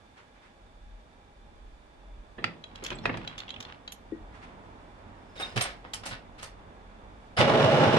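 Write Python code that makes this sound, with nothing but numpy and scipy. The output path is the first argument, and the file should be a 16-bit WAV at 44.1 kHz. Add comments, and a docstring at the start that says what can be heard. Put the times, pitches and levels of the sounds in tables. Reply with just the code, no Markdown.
"""Quiet workshop air, soft rustles and low rumble come first; then steel parts knock, clink, slide and squeak.
A gear lever scrapes, squeals and clanks, and a metal lathe starts with a clash, heard just above its tool post.
Its gears whine and rattle, one tone surging several times, while the bed thumps.
Blows are filtered bursts of chatter plus decaying modes; the gears are wavering sines plus tooth noise;
the shop is coloured noise. Dry sources share a short diffuse echo."""
import sys
import numpy as np
from scipy import signal
from scipy.fft import rfft, irfft, next_fast_len
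from scipy.io import wavfile

SR = 44100
rng = np.random.default_rng(int(sys.argv[2]) if len(sys.argv) > 2 else 0)


def output_pcm(signal):
    """Save a mono or channel-first signal as 16-bit PCM at the path in sys.argv[1].

    Samples are clipped to [-1, 1] before scaling.
    """
    pcm = np.clip(np.atleast_2d(signal).T, -1, 1) * 32767
    wavfile.write(sys.argv[1], SR, np.round(pcm).astype(np.int16))


N = 351918
TIME = np.arange(N) / SR

# All colour tables shape noise that is then scaled: only their relative levels count.
# gear tones, before the whine trim: (frequency [Hz], level [dB])
GEAR_TONES = [(238, -44), (366, -35), (436.0, -36), (512, -43), (559.9, -31.5), (662.1, -34.5),
              (834.4, -34.5), (1098, -42.5)]
WHINE_TRIM_DB, CASTING_DB, GUARD_DB = -4, -23, -27
# colours of the headstock casting and of the sheet guard: (frequency [Hz], level [dB])
CASTING_COLOUR = [(60, -55), (115, -6.5), (138, 0.5), (175, -5), (235, -3.5), (310, -7.5), (430, -3.5),
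                  (640, -1.5), (735, -13), (850, -4), (935, -44), (1500, -69)]
GUARD_COLOUR = [(530, -29), (920, -2.5), (1460, -5.5), (2080, -11.5), (2950, -11.5), (3960, -17),
                (4400, -22.5), (5400, -24), (6900, -34), (9600, -39.5), (11500, -52), (15000, -72)]
# resonant panels of the guard: (frequency [Hz], width [Hz], relative level [dB])
GUARD_BANDS = [(1420, 120, -3), (2880, 240, -2), (3520, 130, -10), (5330, 89, -13)]
# one gear pair binds and sings out: (time [s], level [dB])
SURGES = [(7.44, -21.5), (7.555, -20), (7.69, -17), (7.85, -25), (7.97, -29)]
START_S, SURGE_HZ = 7.372, 658
# unevenness of the tooth chatter and of the guard's panels
CHATTER_DB, CHATTER_PER_S, FLARE_DB, FLARES_PER_S = 1.7, 130, 3.5, 30
# dull bed thumps as the gears drop in, then take up their slack: (time [s], level [dB])
BUMPS = [(5.558, -19.5), (6.110, -35.5), (7.385, -14), (7.510, -21), (7.585, -23), (7.651, -17),
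         (7.769, -20), (7.867, -15.5), (7.938, -22)]
# modes of the thumping bed: (frequency [Hz], relative level [dB], t60 [s])
BUMP_MODES = [(97.6, -3, 0.23), (122.3, 9, 0.13), (210, 0.5, 0.14)]

# scrapes and clanks of the lever and the gears it shifts:
# (time [s], level [dB], chatter decay [s], bass [dB], treble [dB])
LEVER_BLOWS = [(5.355, -44, 0.16, 3, -6), (5.396, -31, 0.035, -1, -7), (5.559, -23.5, 0.016, 5, -1),
               (5.574, -20, 0.0098, -0.5, -8), (5.607, -23.5, 0.022, -5.5, 4), (5.650, -33, 0.035, -4, -8),
               (5.842, -41, 0.017, 6, -34), (5.937, -22, 0.0061, -14, 12), (6.033, -33, 0.008, -10, -11),
               (6.054, -31.5, 0.025, 2, 7), (6.109, -32, 0.02, -16, -12), (6.38, -47, 0.051, -26, -6),
               (6.424, -32.5, 0.017, -1, 7.5), (7.383, -18, 0.0086, -8, -0.5), (7.402, -15, 0.013, 3, -14)]
# colour of the lever: (frequency [Hz], level [dB])
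LEVER_COLOUR = [(41, -17), (70, -17.5), (154, -12), (360, -10), (756, -5.5), (1010, -10), (1330, -6.5),
                (1700, -8.5), (2970, -10.5), (5210, -16.5), (7470, -22.5), (8740, -19.5), (15000, -47)]
# modes of the lever: (frequency [Hz], relative level [dB], t60 [s])
LEVER_MODES = [(3036, 10, 0.069), (4570, 2.9, 0.055), (5100, 2.6, 0.11), (9000, 1.5, 0.059)]
# the clash of the drive engaging starts just ahead of the gears and swells as the teeth bite
CLASH_LEAD_S, CLASH_DB, CLASH_RISE_S, CLASH_DECAY_S = 0.0063, -6, 0.086, 0.026
# the lever slips and squeals: (time [s], level [dB])
SQUEALS = [(5.41, -46), (5.624, -34)]
# partials of the shrill squeal: (frequency [Hz], relative level [dB])
SQUEAL_PARTIALS = [(8613, 0.5), (11400, -20), (12800, -16), (14300, -20)]

# heavy blows, level before the knock trim:
# (time [s], level [dB], chatter decay [s], treble [dB], boom of the bed [dB])
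KNOCKS = [(2.38, -35.5, 0.015, -29, -59), (2.422, -40, 0.01, -17, -43.5), (2.441, -13.5, 0.0034, 2, -47.5),
          (2.822, -36.5, 0.013, 9, -55), (2.900, -39, 0.024, 16, -60), (2.915, -29.5, 0.008, -21, -43),
          (3.035, -42, 0.029, 10, -46), (3.054, -15.5, 0.0063, -0.5, -43), (3.071, -32.5, 0.012, -30, -55),
          (3.093, -23, 0.0076, -51, -47), (3.14, -28.5, 0.0079, -25, -53),
          (3.171, -33.5, 0.0054, 16, -49.5)]
KNOCK_TRIM_DB = 1.5
# colour of the tool post: (frequency [Hz], level [dB])
POST_COLOUR = [(47, -34), (80, -8), (320, 5.5), (620, -1.5), (850, -4), (1250, -4.5), (1520, -11),
               (1750, -4), (2230, -9.5), (2590, -6), (3220, -16.5), (3910, -16.5), (4450, -22.5),
               (10300, -48), (14000, -82)]
# modes of the tool post: (frequency [Hz], relative level [dB], t60 [s])
POST_MODES = [(780, -7, 0.07), (1250, 16, 0.042), (1940, 2, 0.054), (2610, -2, 0.047)]
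# a contact shorter than this loses bass, more for every halving of its length
SOFT_CONTACT_S, BASS_LOSS_DB_PER_OCTAVE = 0.0093, 18
# colour of the bed booming after a blow: (frequency [Hz], level [dB])
BED_COLOUR = [(50, -26), (110, 2.5), (170, 3), (340, -6.5), (600, -10), (1500, -23), (3800, -27.5),
              (14000, -78)]
BOOM_LAG_S, BOOM_RISE_S, BOOM_FALL_S = 0.022, 0.026, 0.078

# light clinks of loose parts and of the lever's catch, level before the clink trim:
# (time [s], level [dB], treble [dB], ring pitch [Hz])
CLINKS = [(2.639, -31.5, -12.5, 3264), (2.756, -36.5, 3.5, 3270), (2.837, -34, 22, 3580),
          (2.847, -29, 6, 4300), (2.863, -27.5, 9, 2700), (2.903, -27.5, 2, 2510), (2.928, -38, -4, 3350),
          (2.986, -36.5, -0.5, 3470), (3.247, -35, -12, 1450), (3.275, -25.5, -2, 3270),
          (2.879, -44, 13, 3700), (3.379, -29, 6, 2870), (3.388, -31.5, 6, 3050), (3.402, -30.5, 2, 3520),
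          (3.48, -35, -28, 2750), (3.491, -33, -6, 3120), (3.504, -28, -7, 3280), (3.540, -34, -14, 2890),
          (3.562, -35.5, -19, 2540), (3.603, -30.5, 8, 3020), (3.625, -35, 6, 3200),
          (3.650, -36.5, -14, 3480), (3.877, -28, -6, 3250), (5.609, -23, 5, 4240),
          (5.934, -27.5, 10, 3780), (6.396, -44.5, 4, 4260)]
# colour of a small part: (frequency [Hz], level [dB])
CLINK_COLOUR = [(180, -48), (429, -18.5), (834, -15.5), (2040, -12.5), (3370, -6), (3960, -16),
                (4440, -15.5), (6140, -20), (6870, -19.5), (8630, -37.5), (11600, -37), (14500, -59)]
# modes of a small part: (multiple of its ring pitch [ratio], relative level [dB], t60 [s])
CLINK_MODES = [(0.998, 1.5, 0.027), (1.21, 4.5, 0.019), (2.06, -18, 0.027)]
CLINK_TRIM_DB = 1.0
CLINK_DECAY_S = 0.0026  # shortest chatter; bright contacts lengthen it
# parts slide over each other between the clinks: (time [s], level [dB])
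SLIDES = [(2.775, -54), (2.86, -52), (2.912, -42), (3.14, -45), (3.235, -49), (3.32, -47.5), (3.41, -47),
          (3.63, -62), (3.695, -45.5)]
# colour of the sliding: (frequency [Hz], level [dB])
SLIDE_COLOUR = [(250, -29), (1000, 11), (3200, 5), (5500, -13), (14000, -52)]
CATCHES_PER_S, SLIDE_GRAIN_DB = 450, 6.5
# one small bright ping, then one soft thud: (time [s], level [dB], rise [s])
PIN = (3.920, -45.5, 0.00086)
THUD = (4.121, -26, 0.0032)
# their modes: (frequency [Hz], relative level [dB], t60 [s])
PIN_MODES = [(6654, -2, .09), (9240, 0, .08), (11490, 4, 0.1)]
THUD_MODES = [(226, -8, 0.13), (321, 2.5, 0.095), (406, -7, 0.081), (507, -12, 0.063), (1900, -29, 0.3)]
# brief squeaks of steel on steel: (time [s], level [dB], pitch [Hz], swell and fade [s])
SQUEAKS = [(2.957, -51, 7700, 0.0047), (3.036, -56, 5530, 0.0045), (5.380, -46, 3740, 0.0083),
           (5.427, -36, 3704, 0.019), (5.465, -56.5, 5100, 0.066)]

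# colours of the shop air and of a distant wash of noise: (frequency [Hz], level [dB])
AIR_COLOUR = [(40, -26), (75, -3), (140, -10), (350, -11), (620, -11), (3100, -23.5), (9500, -36.5),
              (12000, -48.5), (15000, -60)]
WASH_COLOUR = [(40, -34.5), (85, 3.5), (130, -7), (235, -2.5), (350, -8), (500, -8), (900, -7),
               (3500, -32.5), (7000, -72)]
# level of the distant wash: (time [s], level [dB])
WASH_LEVEL = [(0, -63.5), (2.2, -58.5), (3.5, -50), (3.95, -55), (4.5, -50), (7.3, -52.5)]
AIR_DB, HUM_DB, WASH_DRIFT_DB = -60.5, -65.5, 0.9
WASH_HISS_DB = -13.5  # thin hiss that rides on the wash, relative to it
# narrow resonances of the steady hum: (frequency [Hz], width [Hz], relative level [dB])
HUM_BANDS = [(600, 18, 1), (822.3, 31, 2.5), (1662, 120, -8), (2340, 70, -8.5), (3480, 160, -11),
             (3653, 60, -10.5), (4650, 150, -23)]
# swells of the low rumble, over a slowly growing floor: (time [s], level [dB])
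RUMBLE_SWELLS = [(.87, -46.5), (1.45, -51), (1.66, -47.5), (2.16, -49.5), (3.0, -47.5), (4.28, -51)]
RUMBLE_START_DB, RUMBLE_GROWTH_DB_PER_S = -66, 2
# soft rustles: (time [s], level [dB])
RUSTLES = [(.18, -54.5), (.36, -61), (.44, -57.5), (4.35, -55), (4.43, -51.5)]
# colours of rumble and rustle: (frequency [Hz], level [dB])
RUMBLE_COLOUR = [(15, -16.5), (44, 6.5), (60, -3.5), (100, -37), (200, -77)]
RUSTLE_COLOUR = [(300, -29), (900, 17), (2000, 15), (5000, -2.5), (10000, -14), (14000, -57)]

# shop reverberation: (frequency [Hz], t60 [s])
ROOM_T60 = [(150, 0.29), (700, 0.23), (3000, 0.24), (10000, 0.15)]
# stereo colour, the right side fuller in bass and brighter: (frequency [Hz], left minus right [dB])
MIC_BALANCE = [(130, -4.5), (450, 0.1), (1200, -0.9), (6000, -2), (8700, -13), (14000, -5.5)]
TOP_HZ = 15100


def lathe():
    """Meshing gears sing, their teeth rattle the casting and the sheet guard, and the bed thumps."""
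    age = np.maximum(TIME - START_S, 0)
    clock = np.cumsum(1 + 0.00352 * walk(14)) / SR  # a slightly fluttering speed
    whine = gear_whine(clock)
    casting, guard = tooth_rattle(clock)
    bumps = np.zeros((2, N))
    for s, db in BUMPS:
        add(bumps, s, amp(db) * ring(BUMP_MODES, rise=0.0099))
    # the light guard answers at once, the heavy casting builds up more slowly
    slow_start = 1 - np.exp(-(age / 0.033) ** 2)
    quick_start = 1 - np.exp(-age / 0.0048)
    x = (casting + whine) * slow_start + guard * quick_start
    near = stereo(x, 0.13, 0.49, 1070, -1.1) + stereo(bumps, 0, 0.2, 100)
    return near + room(x, -12.5)


def gear_whine(clock):
    """Tooth errors make each gear tone waver in level and phase; a binding pair surges."""
    whine = np.zeros((2, N))
    for hz, db in GEAR_TONES:
        level = amp(db + 5.1 * walk(36))
        whine[0] += level * np.sqrt(2) * np.sin(2 * np.pi * hz * clock + 0.46 * walk(40))
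    whine *= amp(WHINE_TRIM_DB)
    surge = np.sqrt(2) * np.sin(2 * np.pi * SURGE_HZ * clock)
    whine[0] += swells(SURGES, rise_s=0.014, fall_s=0.02) * surge
    return whine


def tooth_rattle(clock):
    """Random tooth impacts, strongest once per turn of the fast shaft, shake the casting and the guard."""
    turn = 1 + 0.086 * np.sin(2 * np.pi * 56 * clock)
    load = turn * amp(CHATTER_DB * walk(CHATTER_PER_S))  # the chatter clusters
    impacts = rng.random((2, N)) < 3500 / SR
    teeth = unit((impacts + 0.51) * noise() * load)
    casting = colour(teeth, CASTING_COLOUR) * amp(CASTING_DB)
    panels = np.zeros((2, N))
    for hz, width, db in GUARD_BANDS:  # each panel flares and fades on its own
        panels += resonate(teeth, [(hz, width, 0)]) * amp(db + FLARE_DB * walk(FLARES_PER_S))
    guard = (colour(teeth, GUARD_COLOUR) + amp(-19) * panels) * amp(GUARD_DB)
    return casting, guard


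def gear_lever():
    """The lever scrapes, squeals and drops the gears into mesh; a swelling clash marks the start."""
    x = np.zeros((2, N))
    for s, db, decay, bass_db, treble_db in LEVER_BLOWS:
        hit = blow(LEVER_COLOUR, LEVER_MODES, decay, bass_db, treble_db,
                   grain=0.48, spot_db=0.5, ring_db=-14, rise_s=0.0033)
        add(x, s, amp(db) * hit)
    clash = blow(LEVER_COLOUR, LEVER_MODES, CLASH_DECAY_S, bass_db=8.5, treble_db=-12,
                 grain=0.18, spot_db=3.5, ring_db=-17, rise_s=CLASH_RISE_S)
    add(x, START_S - CLASH_LEAD_S, amp(CLASH_DB) * clash)
    gain = swells(SQUEALS, rise_s=0.0088, fall_s=0.014)
    shrill = squeal(SQUEAL_PARTIALS, gain, waver=0.0043, flutter_db=5.5)
    return stereo(x, 0.253, 0.5, 2000) + stereo(shrill, 0.26, 0, 1000) + room(x, -5.5)


def heavy_knocks():
    """Blows near the tool post; each sets the bed booming."""
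    x = np.zeros((2, N))
    for s, db, decay, treble_db, _ in KNOCKS:
        bass_db = BASS_LOSS_DB_PER_OCTAVE * min(np.log2(decay / SOFT_CONTACT_S), 0)
        hit = blow(POST_COLOUR, POST_MODES, decay, bass_db, treble_db,
                   grain=0.18, spot_db=3.7, ring_db=-25, rise_s=0.23 * decay)
        add(x, s, amp(db + KNOCK_TRIM_DB) * hit)
    booms = [(s + BOOM_LAG_S, boom_db) for s, *_, boom_db in KNOCKS]
    x += colour(noise(), BED_COLOUR) * swells(booms, BOOM_RISE_S, BOOM_FALL_S)
    return stereo(x, 0.067, 0.37, 280) + room(x, -11.0)


def small_parts():
    """Light parts slide and clink as struck steel; a small bright ping and a soft thud ring as modes."""
    clinks, pin, thud = np.zeros((3, 2, N))
    for s, db, treble_db, hz in CLINKS:
        add(clinks, s, amp(db) * clink(treble_db, hz))
    # sliding steel catches on tiny ridges, hundreds of times a second
    catches = noise() * amp(SLIDE_GRAIN_DB * walk(CATCHES_PER_S))
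    clinks += colour(catches, SLIDE_COLOUR) * swells(SLIDES, rise_s=0.042, fall_s=0.035)
    pin_s, pin_db, pin_rise_s = PIN
    add(clinks, pin_s, amp(-35.5) * clink(treble_db=15.0, hz=6050))  # the tick that sets off the ping
    add(pin, pin_s, amp(pin_db) * ring(PIN_MODES, pin_rise_s))
    thud_s, thud_db, thud_rise_s = THUD
    add(thud, thud_s, amp(thud_db) * ring(THUD_MODES, thud_rise_s))
    near = stereo(clinks, 0.25, 0.38, 890) + stereo(pin, 0, 0, 1200) + stereo(thud, 0, 0.1, 1200, 9.7)
    return near + room(clinks + pin + thud, -10.5)


def clink(treble_db, hz):
    """A struck small part pings with three modes; a brighter contact gives more tick and less ping."""
    modes = [(hz * multiple, db, t60) for multiple, db, t60 in CLINK_MODES]
    grind = max(treble_db, 0)  # bright contacts skid, so their chatter lasts longer
    decay = CLINK_DECAY_S * (1 + grind / 16)
    hit = blow(CLINK_COLOUR, modes, decay, 0, treble_db,
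               grain=0.38, spot_db=2.5, ring_db=-0.4 * grind, rise_s=0.0012)
    return amp(CLINK_TRIM_DB) * hit


def squeaks():
    """Steel sticks on steel for a moment and sings one rough note."""
    x = np.zeros((2, N))
    for s, db, hz, length in SQUEAKS:
        gain = swells([(s, db)], length, length)
        x += squeal([(hz, 0)], gain, waver=0.0066, flutter_db=6.0)
    return stereo(x, 0.22, 0, 1000) + room(x, -12.5)


def workshop():
    """Coloured noise makes steady air, a thin hum, a distant wash, low rumble and soft rustles."""
    air = colour(noise(), AIR_COLOUR) * amp(AIR_DB + 0.5 * walk(4.7))
    hum = resonate(noise(), HUM_BANDS) * amp(HUM_DB)
    wash_db = curve(WASH_LEVEL)
    wash = colour(noise(), WASH_COLOUR) * amp(wash_db + WASH_DRIFT_DB * walk(7.5))
    rumble_floor = amp(RUMBLE_START_DB + RUMBLE_GROWTH_DB_PER_S * TIME)
    rumble_gain = rumble_floor + swells(RUMBLE_SWELLS, rise_s=0.096, fall_s=0.13)
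    rumble = colour(noise(), RUMBLE_COLOUR) * rumble_gain
    rustle_gain = amp(wash_db + WASH_HISS_DB) + swells(RUSTLES, rise_s=0.013, fall_s=0.042)
    rustle = colour(noise(), RUSTLE_COLOUR) * rustle_gain * amp(1.4 * walk(45))
    bed = stereo(air + hum + wash + rustle, -0.31, 0.5, 720, -1.2)
    return bed + stereo(rumble, -0.27, 0.34, 110, 3.7)


def blow(body, modes, decay, bass_db, treble_db, grain, spot_db, ring_db, rise_s):
    """Steel on steel: a dying chatter of tiny contacts, coloured by the part, which then rings on."""
    t = TIME[:2 ** 14]
    f = bins(len(t))
    grains = np.exp(grain * np.repeat(rng.standard_normal(2 ** 9), 2 ** 5))
    contacts = unit(rng.standard_normal((2, len(t))) * grains)
    # each struck spot favours its own modes
    spot = spot_db * np.interp(f / 170, np.arange(2 ** 8), rng.standard_normal(2 ** 8))
    bass = bass_db / (1 + (f / 600) ** 4)
    treble = treble_db / (1 + (5200 / (f + 1)) ** 4)
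    envelope = np.exp(-t / decay) * (1 - np.exp(-t / rise_s))
    chatter = shape(contacts * envelope, at_hz(body, f) + spot + bass + treble)
    return chatter + amp(ring_db) * ring(modes, decay / 2)


def ring(modes, rise):
    """Decaying modes that swell while the contact lasts."""
    t = TIME[:2 ** 14]
    hz, db, t60 = np.transpose(modes)[:, :, None]
    phase = 2 * np.pi * rng.random((2, len(modes), 1))
    share = amp(db) / np.linalg.norm(amp(db))
    fade = share * 1000 ** (-t / t60)
    tones = (fade * np.sin(2 * np.pi * hz * t + phase)).sum(1)
    return np.sqrt(2) * tones * (1 - np.exp(-t / rise))


def squeal(partials, gain, waver, flutter_db):
    """Sticking and slipping steel sings with an unsteady pitch and level."""
    clock = np.cumsum(1 + waver * walk(120)) / SR
    song = np.zeros(N)
    for hz, db in partials:
        song += amp(db + flutter_db * walk(110)) * np.sin(2 * np.pi * hz * clock)
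    return np.sqrt(2) * song * gain * np.array([[1], [0]])  # all in the middle


def room(x, wet_db):
    """Diffuse echo of the shop: noise dying octave by octave, the top treble fastest."""
    t = TIME[:2 ** 15]
    f, tail = bins(len(t)), 0
    hiss = rfft(rng.standard_normal((2, len(t))))
    octave = np.round(np.log2(np.maximum(f, 2 ** 6)))
    for k in np.unique(octave):
        tail = tail + irfft(hiss * (octave == k)) * 1000 ** (-t / at_hz(ROOM_T60, 2 ** k))
    tail = unit(tail * (1 - np.exp(-t / 0.0049))) / np.sqrt(len(t))
    echo = signal.fftconvolve(x[:1], tail, axes=1)[:, :N]
    return amp(wet_db) * stereo(echo, 0, 0.5, 770)


def stereo(pair, lag_ms, spread, corner_hz, pan_db=0):
    """Mid and side to left and right: alike in the bass, apart in the treble; the right lags by lag_ms."""
    size = next_fast_len(N)
    f = bins(size)
    share = spread * f ** 2 / (f ** 2 + corner_hz ** 2)
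    mid, side = rfft(pair, size) * np.sqrt([1 - share, share])
    lag = np.exp(-2j * np.pi * f * lag_ms / 1000)
    left = (mid + side) * amp(pan_db / 2)
    right = (mid - side) * lag * amp(-pan_db / 2)
    return irfft([left, right], size)[:, :N]


def resonate(x, bands):
    """Drive narrow resonances; the result has rms 1."""
    size = next_fast_len(N)
    f = bins(size)
    response = sum(amp(db) / (1 + 2j * (f - hz) / width) ** 2 for hz, width, db in bands)
    return unit(irfft(rfft(x, size) * response, size)[..., :N])


def colour(x, points):
    """Give a steady sound a spectrum, at rms 1."""
    size = next_fast_len(N)
    return unit(irfft(rfft(x, size) * amp(at_hz(points, bins(size))), size)[..., :N])


def shape(x, db):
    """Causal filter of unit power gain with the given relative dB at each bin."""
    size = x.shape[-1]
    cepstrum = irfft(np.log(unit(amp(db))), size)
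    cepstrum[1:size // 2] *= 2  # fold for minimum phase
    cepstrum[size // 2 + 1:] = 0
    return irfft(rfft(x) * np.exp(rfft(cepstrum)), size)


def swells(rows, rise_s, fall_s):
    """Gain that grows towards each peak (time [s], level [dB]) and dies away after it."""
    gain = np.zeros(N)
    for s, db in rows:
        distance = np.maximum((s - TIME) / rise_s, (TIME - s) / fall_s)
        gain += amp(db) * np.exp(-distance.clip(0, 20))
    return gain


def walk(rate):
    """Random drift through `rate` knots a second, at rms 1."""
    knots = rng.standard_normal(2 ** 13)
    return unit(np.interp(TIME * rate, np.arange(len(knots)), knots))


def noise():
    """Two unrelated white noises."""
    return rng.standard_normal((2, N))


def add(track, s, x):
    """Mix a sound in at time s."""
    i = int(s * SR)
    track[..., i:i + x.shape[-1]] += x[..., :N - i]


def curve(rows):
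    """A control table (time [s], value) at every sample."""
    return np.interp(TIME, *np.transpose(rows))


def at_hz(points, f):
    """Read (frequency [Hz], value) points on a log-frequency axis."""
    hz, value = np.transpose(points)
    return np.interp(np.log(f + 1), np.log(hz), value)


def bins(size):
    """Frequencies of a spectrum in Hz."""
    return np.arange(size // 2 + 1) * SR / size


def amp(db):
    """Decibels to amplitude."""
    return np.exp(np.asarray(db) * (np.log(10) / 20))


def unit(x):
    """Scale to rms 1."""
    return x / np.sqrt(np.mean(x ** 2))


def scene():
    """Setting up, engaging the gears and running, over the sound of the shop."""
    return lathe() + gear_lever() + heavy_knocks() + small_parts() + squeaks() + workshop()


def record(dry):
    """Two microphones of different colour, their summed power kept; a steep low-pass cuts the top."""
    size = next_fast_len(N)
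    lean = amp(at_hz(MIC_BALANCE, bins(size)))
    gains = np.array([lean, np.ones_like(lean)]) * np.sqrt(2 / (1 + lean ** 2))
    heard = irfft(rfft(dry, size) * gains, size)[:, :N]
    low_pass = signal.ellip(10, 0.2, 80, TOP_HZ, fs=SR, output="sos")
    return signal.sosfilt(low_pass, heard)


dry = scene()
out = record(dry)
output_pcm(out)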